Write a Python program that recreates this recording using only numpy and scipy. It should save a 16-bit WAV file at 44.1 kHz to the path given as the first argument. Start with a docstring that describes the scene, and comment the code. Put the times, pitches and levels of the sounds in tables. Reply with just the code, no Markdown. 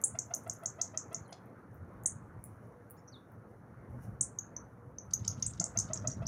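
"""Small birds in a grassy yard give sharp rising chip calls, singly and in trains: swept tones with an octave overtone.
A ground bird clucks softly between them in short harmonic notes; far birds whistle and coo in gliding tones.
Beaks and feet tick in dry stems as brief noise snaps; a faint treble haze swells, and pulsed noise fills late gaps.
Wind thumps the microphone over a distant low hum of traffic, both noise in low bands.
Fences and walls scatter the calls and ticks into a short grainy tail."""
import sys
import numpy as np
from scipy import signal
from scipy.fft import rfft, irfft, next_fast_len
from scipy.io import wavfile
from scipy.ndimage import uniform_filter1d, map_coordinates

SR = 44100
rng = np.random.default_rng(int(sys.argv[2]) if len(sys.argv) > 2 else 0)


def to_wav(s):
    """Save 16-bit WAV."""
    ch = np.atleast_2d(s).T  # columns
    pcm = np.round(np.clip(ch, -1, 1) * 32767)  # PCM
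    wavfile.write(sys.argv[1], SR, pcm.astype(np.int16))


N = 276507

# Chip calls; start, length and pitches are of the loud part, the last three levels are relative:
# start_s, level_db, length_ms, first_hz, last_hz, octave_overtone_db, swing_in_db, run_out_db
CHIP_CALLS = [(0.0385, -20.5, 9.6, 5976, 10500, -25, -34, -17),
              (0.1884, -26.5, 3.7, 5240, 7680, -30.5, -30, -6.5),
              (0.3376, -29, 6, 5150, 7260, -31, -38.5, -7.5),
              (0.4974, -26, 2.1, 5280, 7690, -27.5, -39, -10.5),
              (0.6584, -28, 4.4, 5400, 7580, -30.5, -16, -6.5), (0.8146, -27, 4.5, 5150, 7390, -30, -8, -3),
              (0.9745, -25.5, 1.85, 5210, 7100, -37, -23, -3.5),
              (1.1458, -28, 2.4, 5310, 7360, -35, -19, -13),
              (2.0585, -21.5, 8.6, 5580, 10400, -29.5, -37.5, -25.5),
              (4.2097, -20, 7.2, 5800.0, 10090, -32.5, -39, -24),
              (4.3872, -28, 4.7, 5970, 6940, -25, -30, -42),
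              (4.5645, -34, 5.6, 5730, 6430, -33, -28.5, -37),
              (4.9847, -35, 3.1, 6100, 6200, -38, -16.5, -35.5),
              (5.1367, -21.5, 3.6, 5920, 6770, -18, -9.5, -14), (5.2797, -29, 3, 6050, 7000, -25, 4, -30),
              (5.4262, -30.5, 3.6, 6010, 6760, -29, 4, -18), (5.464, -25, 4.6, 6300, 9000, -46, -31, -14),
              (5.536, -49, 2.2, 4900, 7240, -36, -3.5, -14),
              (5.5997, -24.5, 3.1, 5736, 7850, -37, -4.5, -13),
              (5.6412, -21, 1.7, 5340, 8290, -36, -35.5, -12.5),
              (5.7742, -24, 3.6, 5990, 6650, -25, -9.5, -24),
              (5.7872, -24, 4.3, 4950, 8270, -39.5, -19, -8), (5.7992, -33, 5.4, 5540, 7100, -25, -2, -15),
              (5.9333, -30, 4.6, 5280, 7900, -32, -14, -5), (5.9739, -34.5, 2.3, 4920, 6650, -37, -22, -13),
              (6.0737, -28.5, 3.4, 5450, 7310, -33, -8, -2), (6.1154, -37, 3.7, 5410, 6130, -38, -37, -24),
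              (6.2662, -31.5, 7.2, 5000.0, 7170, -29, -28, -14)]
# Throat clucks, nominal values: start_s, level_db, pitch_hz, length_ms
THROAT_CLUCKS = [(0.146, -43.5, 697, 15), (0.304, -41, 703, 15.5), (0.461, -41.5, 676, 15),
                 (0.627, -42.5, 668, 15), (0.782, -42.5, 660, 23), (0.936, -46.5, 645, 19.6),
                 (1.11, -47.5, 671, 23.4), (1.321, -50, 726, 11.6), (5.605, -40, 690, 16),
                 (5.752, -41.5, 681.6, 19.6), (5.898, -39, 655, 20), (6.04, -38.5, 644, 20),
                 (6.216, -42.5, 659, 19)]
# Thin rasps with a weak fundamental: start_s, level_db, nominal pitch_hz, length_ms, overtone_centre_hz
THIN_RASPS = [(1.322, -54.5, 856, 11.5, 4850), (5.104, -62, 770, 13.7, 5570),
              (5.243, -49.5, 782, 13.5, 4200), (5.392, -65, 810, 13.7, 5300), (5.426, -51, 710, 7.2, 3460),
              (5.57, -65, 752, 14, 4030), (5.88, -64.5, 755, 20, 3600), (5.95, -61.5, 810, 15.2, 3600)]
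# Far whistles, nominal values: start_s, level_db, length_ms, first_hz, middle_hz, last_hz
FAR_WHISTLES = [(1.245, -68, 27, 4670, 4250, 4000), (1.287, -68, 23.6, 3260, 3050, 3000),
                (2.958, -74, 48, 2437, 5380, 4560), (2.962, -78, 48, 5400, 7100, 5750),
                (3.075, -62.5, 29, 6100, 6270, 6070), (3.075, -60.5, 22, 5880, 5700, 5670),
                (3.121, -51, 52, 5030, 3720, 3470), (6.101, -54, 14.4, 1986, 4170, 5600),
                (6.253, -49, 11.7, 2240, 4600, 5970)]
# Faint low cooing far off, nominal values: start_s, level_db, length_ms, pitch_hz
FAR_COOS = [(2.66, -65, 280, 496), (4.72, -61.5, 220, 481)]
# Ticks in dry stems: start_s, peak_db, centre_hz, spread_octaves
STEM_TICKS = [(0.015, -36.5, 9350, 0.7), (0.3477, -27, 10100, 0.66), (0.4364, -49, 9900, 0.52),
              (0.4768, -42, 9500, 0.7), (0.535, -44, 10100, 0.28), (0.5896, -52, 14100, 0.4),
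              (0.635, -45, 9500, 0.69), (1.1296, -43.5, 9200, 0.67), (1.279, -55, 10000, 0.18),
              (1.308, -52, 10000, 0.21), (1.457, -56.5, 12600, 0.34), (1.7444, -49, 14000, 0.31),
              (2.0354, -42, 9700, 0.54), (2.4396, -33.5, 11660, 0.61), (2.4741, -58.5, 10920, 0.49),
              (2.6708, -63, 10960, 0.37), (2.8999, -43.5, 12000, 0.45), (2.908, -35, 14000, 0.55),
              (3.319, -53.5, 14000, 0.4), (3.906, -62, 10870, 0.4), (4.022, -53, 12200, 0.4),
              (4.0363, -60, 9400, 0.32), (5.2006, -64, 10300, 0.45)]
# Level of the faint pulsed noise between the late calls: time_s, level_db
PULSED_LEVEL = [(5.05, -100), (5.2, -72), (5.45, -69), (5.7, -80), (5.9, -70), (6.0, -74), (6.15, -78),
                (6.27, -72)]
# Relative spectral density of the pulsed noise: frequency_hz, density_db_per_hz
PULSED_SPECTRUM = [(1200, -120), (1800, -12), (2800, -2), (3700, 0), (5000, -4), (8000, -14), (14000, -30)]
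# Swells of the treble haze, broad among the calls, brief elsewhere:
# peak_s, rise_over_rest_db, dying_time_s (to 1/e of the dB rise)
HAZE_SWELLS = [(0, 5, .9), (.36, 9, .07), (.56, 5, .07), (2.459, 7, .06), (2.66, 4, .06), (3.9, 3.5, .05),
               (4.04, 13, .08), (5.15, 3.5, .8)]
# Relative spectral density of the treble haze: frequency_hz, density_db_per_hz
HAZE_SPECTRUM = [(1760, -35.5), (3000, 3.5), (3180, -17), (3710, -12.5), (4690, -11), (5040, -6),
                 (5720, -1), (7710, -9), (9470, -1.5), (12400, -3), (15100, -4.5), (15800, -15.5),
                 (16400, -24.5)]
# Strength of the wind on the microphone: time_s, strength_db
WIND_STRENGTH = [(0, -70), (1.5, -64), (1.9, -55), (2.4, -51), (2.8, -62), (3.6, -55), (4.05, -48),
                 (4.3, -52), (4.7, -57), (5.1, -50), (5.45, -46), (5.68, -48), (5.8, -44), (5.93, -49),
                 (6.1, -42), (6.27, -41.5)]
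# Relative spectral density of wind thumps, also used for the drone: frequency_hz, density_db_per_hz
THUMP_SPECTRUM = [(29, -67), (50, -34.5), (75, -8), (107, 2.5), (124, 1), (145, -5.5), (198, -7.5),
                  (350, -21.5), (460, -43), (770, -120)]
# Relative spectral density of the deep wind buffet: frequency_hz, density_db_per_hz
BUFFET_SPECTRUM = [(15, -29.5), (30, -17), (50, -6.5), (70, 0), (95, -16.5), (130, -41), (200, -120)]
# The hardest wind lumps: centre_s, peak_db, length_ms, pitch_hz
WIND_LUMPS = [(1.718, -45.5, 39, 113), (1.823, -39, 39, 92), (2.165, -38, 15, 113), (2.435, -44.5, 34, 100),
              (2.651, -46.5, 34, 118), (3.382, -45, 21, 108), (3.906, -41.5, 15, 97),
              (3.969, -40.5, 47, 124), (4.087, -34, 22, 108), (4.212, -41.5, 35, 124),
              (4.398, -47.5, 21, 108), (5.218, -34, 24, 102), (5.298, -34.5, 33, 97),
              (5.385, -32.5, 19, 118), (5.478, -39, 12, 102), (5.606, -34.5, 23, 170),
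              (5.782, -33, 32, 108), (5.85, -35.5, 14, 113), (6.02, -37, 48, 105), (6.091, -30.5, 23, 129),
              (6.169, -30, 24, 102), (6.215, -32.5, 17, 110)]
# Level of the far traffic hum: time_s, level_db
TRAFFIC_LEVEL = [(0, -53.5), (1.4, -54.5), (2.2, -56), (3.0, -56.5), (4.1, -55), (4.5, -56.5), (5.3, -55),
                 (6.27, -52.5)]
# Relative spectral density of the traffic hum: frequency_hz, density_db_per_hz
HUM_SPECTRUM = [(100, -31), (170, -1), (203, -2.5), (371, -6.5), (414, -7.5), (462, -5.5), (617, -9),
                (768, -11), (1400, -13.5), (2150, -26), (2860, -44), (4500, -43), (5850, -76.5),
                (9900, -120)]
# Level of the low drone of the traffic: time_s, level_db
DRONE_LEVEL = [(0, -54), (1.6, -53.5), (3, -60), (6.27, -62)]
# Reverberation of the yard, time to fall 60 dB: frequency_hz, t60_s
YARD_DECAY = [(600, 0.25), (3000, 0.29), (4500, 0.18), (6500, 0.16), (10000, 0.15), (15000, 0.14)]
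# Frequency response of the microphone: frequency_hz, gain_db
MIC_RESPONSE = [(2500, -2), (4300, -5.5), (6300, 3), (8000, -2), (10000, 2.5), (12500, -3.5), (15500, 0.5),
                (16400, -11.5)]

TOP_HZ = 16400  # band limit
# Overtone slope per octave at the middling level; fuller clucks are rounder by DULLS dB per dB
CLUCK_SLOPE_DB, CLUCK_MID_DB, CLUCK_DULLS = -7.5, -42, .7
RASP_OCTAVES = .65  # spread of the overtones heard
PULSES_PER_S = 22  # mean rate of the pulsed noise
HAZE_DB, SWELL_RISE_S = -85.5, 0.033  # haze at rest; time constant of a swell coming up
# Deep buffet level at a middling wind; it swings wider than the wind
BUFFET_DB, BUFFET_GROWS, BUFFET_FROM_DB = -64.5, 1.1, -54


def amp(db):
    """A level in decibels is twenty times the logarithm of the gain."""
    return 10 ** (np.asarray(db) / 20)


def unit(x):
    """Division by the root mean square gives a signal of rms 1."""
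    return x / np.sqrt(np.mean(x ** 2) + 1e-20)


def along(points, hz):
    """A spectrum given as (Hz, value) points is interpolated on a logarithmic frequency axis."""
    f, v = np.transpose(points)
    return np.interp(np.log(hz + 1), np.log(f + 1), v)


def curves(rows):
    """Linear interpolation in time gives one value per sample for each column after the time."""
    s, *cols = np.transpose(rows)
    return [np.interp(np.arange(N) / SR, s, c) for c in cols]


def span(ms):
    """Progress through a note runs uniformly from 0 to 1."""
    return np.linspace(0, 1, max(round(ms * SR / 1000), 8))


def filtered(x, response):
    """A linear filter multiplies the spectrum by its frequency response."""
    m = next_fast_len(len(x) + 8192)
    hz = np.fft.rfftfreq(m, 1 / SR)
    return irfft(rfft(x, m) * response(hz), m)[:len(x)]


def wobble(rate):
    """A slow random fluctuation is a smooth curve through rate random knots a second."""
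    knots = rng.standard_normal(int(N * rate / SR) + 4)
    return map_coordinates(knots, [np.arange(N) * rate / SR])


def rush(spectrum, patchy_db):
    """Coloured noise of rms 1 is shaped by a spectrum, its gain varying in patches of time and frequency."""
    z = signal.stft(rng.standard_normal(N + 512), nperseg=512)[2]
    field = uniform_filter1d(rng.standard_normal(z.shape), size=6, axis=0)
    field = uniform_filter1d(field, size=10, axis=1)
    noise = signal.istft(z * amp(patchy_db * unit(field)), nperseg=512)[1][:N]
    return unit(filtered(noise, lambda hz: amp(along(spectrum, hz))))


def add(out, s, sound, wet_db, lumpy_db=3.5):
    """Scattering adds clumped echoes to a sound, each frequency decaying exponentially at its own rate."""
    hz, t, z = signal.stft(rng.standard_normal(SR // 2), SR, nperseg=128)
    clumps = lumpy_db * rng.standard_normal(len(t))
    near_fences = amp(-60 * t / along(YARD_DECAY, hz)[:, None])
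    far_walls = amp(-31 - 60 * t / 0.53)
    tail = signal.istft(z * (near_fences + far_walls) * amp(clumps), SR, nperseg=128)[1]
    delayed = np.pad(tail / np.linalg.norm(tail), (round(0.0037 * SR), 0))
    heard = amp(wet_db) * signal.fftconvolve(sound, delayed)
    heard[:len(sound)] += sound
    spot = out[round(s * SR):][:len(heard)]
    spot += heard[:len(spot)]


def chips():
    """Frequency modulation snaps a whistle upward: a swing-in rich in overtone, from faint to as strong
    as the sweep, then the loud sweep and a weaker run-out above."""
    out, lead_ms, trail_ms = np.zeros(N), 3., 2.2
    for s, db, ms, first, last, over_db, lead_db, trail_db in CHIP_CALLS:
        u, v, w = span(ms), span(lead_ms), span(trail_ms)
        swing_in = first * (.58 + .42 * v ** .8)
        sweep = first + (last - first) * u ** 0.71
        pitch = np.concatenate([swing_in, sweep, last + 1800 * w])

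        width = (last - first) / 4500
        skew = .95 - .45 * width  # wide sweeps are loudest early, and they throb
        throb = 1 + .45 * width ** 2 * np.sin(2 * np.pi * (550 * u * ms / 1000 + rng.random()))
        edges = amp(lead_db) * (1 - u) + amp(trail_db) * u
        loud = edges + throb * np.sin(np.pi * u ** skew)
        level = np.concatenate([amp(lead_db) * v ** 1.04, loud, amp(trail_db) * (1 - w)])
        level = signal.fftconvolve(level, np.hanning(40) / 20, "same")  # rounds the joins

        below_first = np.clip(1 - pitch / first, 0, 1)
        overtone = amp(over_db + 26 * below_first / 0.39)
        phase = 2 * np.pi * np.cumsum(pitch) / SR
        call = amp(db) * level * (np.sin(phase) + overtone * np.sin(2 * phase))
        # the bounce off the ground splits the note into lobes
        lag = round((1.5 + .9 * rng.random()) * SR / 1000)
        call = np.pad(call, (0, lag)) + amp(-6) * np.pad(call, (lag, 0))
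        add(out, s - lead_ms / 1000, call, wet_db=-6)
    return out


def stack(hz, ms, gains, rough_db, loose):
    """A rising harmonic series: high overtones sound only near its peak, each flickers, loose frees phases."""
    u, k = span(ms), np.arange(1, 13)[:, None]  # k: harmonic number
    phase = 2 * np.pi * np.cumsum(hz * (.84 + 0.205 * u ** .5)) / SR
    flicker = uniform_filter1d(rng.standard_normal((len(k), len(u))), size=60, axis=1)
    flicker = uniform_filter1d(flicker, size=40, axis=1)
    slip = loose * 2 * np.pi * rng.random(k.shape)
    swell = np.abs(np.sin(np.pi * u ** 1.3)) ** (.7 + .22 * k)
    level = gains(k) * swell * amp(rough_db * unit(flicker))
    return np.sum(level * np.sin(k * phase + slip), axis=0)


def clucks():
    """Soft throat clucks are harmonic series whose overtones fall more gently in quiet notes... and """ \
        """vary with level."""
    out = np.zeros(N)
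    for s, db, hz, ms in THROAT_CLUCKS:
        slope_db = CLUCK_SLOPE_DB - CLUCK_DULLS * max(db - CLUCK_MID_DB, -4)
        gains = lambda k: amp(slope_db * np.log2(k) - 2.1 * k)
        note = stack(hz, ms * 1.25, gains, rough_db=3.5, loose=.2)
        add(out, s - .002, amp(db + 3) * note, wet_db=-5.5, lumpy_db=2.2)
    return out


def rasps():
    """Thin rasps are harmonic series band-limited to the upper overtones, in random phase."""
    out = np.zeros(N)
    for s, db, hz, ms, centre in THIN_RASPS:
        band = lambda k: np.exp(-(np.log2(k * hz / centre) / RASP_OCTAVES) ** 2)
        note = stack(hz, ms, band, rough_db=7, loose=1)
        add(out, s, amp(db) * note, wet_db=-5)
    return out


def whistles():
    """Far whistles are single tones on a parabolic glide, slightly unsteady in pitch and level."""
    out, knots = np.zeros(N), np.linspace(0, 1, num=16)
    for s, db, ms, *hz in FAR_WHISTLES:
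        u = span(ms)
        pitch = np.polyval(np.polyfit([0, .5, 1], hz, deg=2), u)
        pitch *= 1 + 0.0097 * np.interp(u, knots, rng.standard_normal(16))
        waver = amp(4 * np.interp(u, knots, rng.standard_normal(16)))
        level = waver * np.sin(np.pi * u) ** .6 * (pitch / pitch.max()) ** 1.9  # louder where higher
        note = amp(db + 2.0) * level * np.sin(2 * np.pi * np.cumsum(pitch) / SR)
        add(out, s, note, wet_db=-10)
    return out


def coos():
    """A soft coo is a single tone that swells and sinks under random frequency and amplitude modulation."""
    out = np.zeros(N)
    for s, db, ms, hz in FAR_COOS:
        u = span(ms)
        knots = rng.standard_normal((2, 12))
        waver_db, drift = [np.interp(u, np.linspace(0, 1, num=12), k) for k in knots]
        phase = 2 * np.pi * np.cumsum(hz * (1 + .035 * drift)) / SR
        level = amp(db + 2.7 * waver_db) * np.sin(np.pi * u) ** 0.54
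        add(out, s, level * np.sin(phase), wet_db=-1)
    return out


def ticks():
    """A tick is an impulsive, exponentially decaying noise burst, band-limited to its own colour."""
    out, t = np.zeros(N), np.arange(-64, 192) / SR
    for s, db, hz, spread in STEM_TICKS:
        decay = amp(-60 * t / .004) * (t >= 0)  # 60 dB in 4 ms
        snap = rng.standard_normal(len(t)) * decay
        snap = filtered(snap, lambda f: np.exp(-(np.log2((f + 1) / hz) / spread) ** 2))
        add(out, s + .001 + t[0], amp(db) * snap / np.abs(snap).max(), wet_db=-3.0)
    return out


def pulsed_noise():
    """Amplitude modulation pulses faint mid-treble noise unevenly, filling the gaps between late calls."""
    cycles = np.cumsum(PULSES_PER_S * (1 + .15 * wobble(6))) / SR
    pulses = np.abs(np.sin(np.pi * cycles)) ** 1.5
    level_db = curves(PULSED_LEVEL)[0]
    return amp(level_db) * unit(pulses * rush(PULSED_SPECTRUM, patchy_db=3.0))


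def treble_haze():
    """Faint high noise with random crackle rises and dies exponentially in decibels at each swell."""
    t = np.arange(N) / SR
    swell_db = 0
    for s, db, dies in HAZE_SWELLS:
        swell_db = swell_db + db * np.exp(np.minimum((t - s) / SWELL_RISE_S, (s - t) / dies))
    burst_db = .8 + .2 * swell_db  # louder haze comes in bursts
    clicks = (rng.random(N) < 40 / SR) * 30.  # about 40 a second
    crackle = 1 + 1.5 * uniform_filter1d(clicks, size=30)
    level = amp(HAZE_DB + swell_db + burst_db * wobble(22))
    return level * crackle * rush(HAZE_SPECTRUM, patchy_db=0.3)


def wind():
    """Wind on the microphone makes low-frequency noise: gusty thumps and a deeper, wider-swinging buffet."""
    wind_db = curves(WIND_STRENGTH)[0]
    gusts = amp(1.1 * wobble(14) + 0.93 * wobble(4))
    thump = amp(wind_db) * unit(gusts * rush(THUMP_SPECTRUM, patchy_db=2.0))
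    buffet_db = BUFFET_DB + BUFFET_GROWS * (wind_db - BUFFET_FROM_DB)
    buffet = amp(buffet_db) * unit(amp(2.5 * wobble(6)) * rush(BUFFET_SPECTRUM, patchy_db=1.0))
    return thump + buffet


def lumps():
    """A hard puff of wind rocks the microphone: a low tone under a bell envelope, a weaker knock just below its
    octave."""
    t, out = np.arange(N) / SR, np.zeros(N)
    for s, db, ms, hz in WIND_LUMPS:
        rock_phase, knock_phase = 2 * np.pi * rng.random(2)
        bell = np.exp(-(1600 * (t - s) / ms) ** 2)
        rock = np.sin(2 * np.pi * hz * t + rock_phase)
        knock = amp(-8) * bell * np.sin(2 * np.pi * 1.9 * hz * t + knock_phase)
        out += amp(db) * bell * (rock + knock)
    return out


def traffic():
    """Distant traffic is steady low-passed noise: a hum and a lower drone, each slowly fluctuating."""
    hum_db = curves(TRAFFIC_LEVEL)[0]
    hum = amp(hum_db + 0.93 * wobble(5.1)) * rush(HUM_SPECTRUM, patchy_db=2.2)
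    drone_db = curves(DRONE_LEVEL)[0]
    drone = amp(drone_db) * unit(amp(1.3 * wobble(12)) * rush(THUMP_SPECTRUM, patchy_db=2.5))
    return hum + drone


def scene():
    """Sound pressures superpose: all sources add at one microphone."""
    birds = chips() + clucks() + rasps() + whistles() + coos()
    faint_treble = ticks() + pulsed_noise() + treble_haze()
    background = wind() + lumps() + traffic()
    return (birds + faint_treble + background)[None]


def record(dry):
    """The small microphone's frequency response colours the treble; nothing is kept above the band limit."""
    return filtered(dry[0], lambda hz: (hz < TOP_HZ) * amp(along(MIC_RESPONSE, hz)))[None]


dry = scene()
out = record(dry)
to_wav(out)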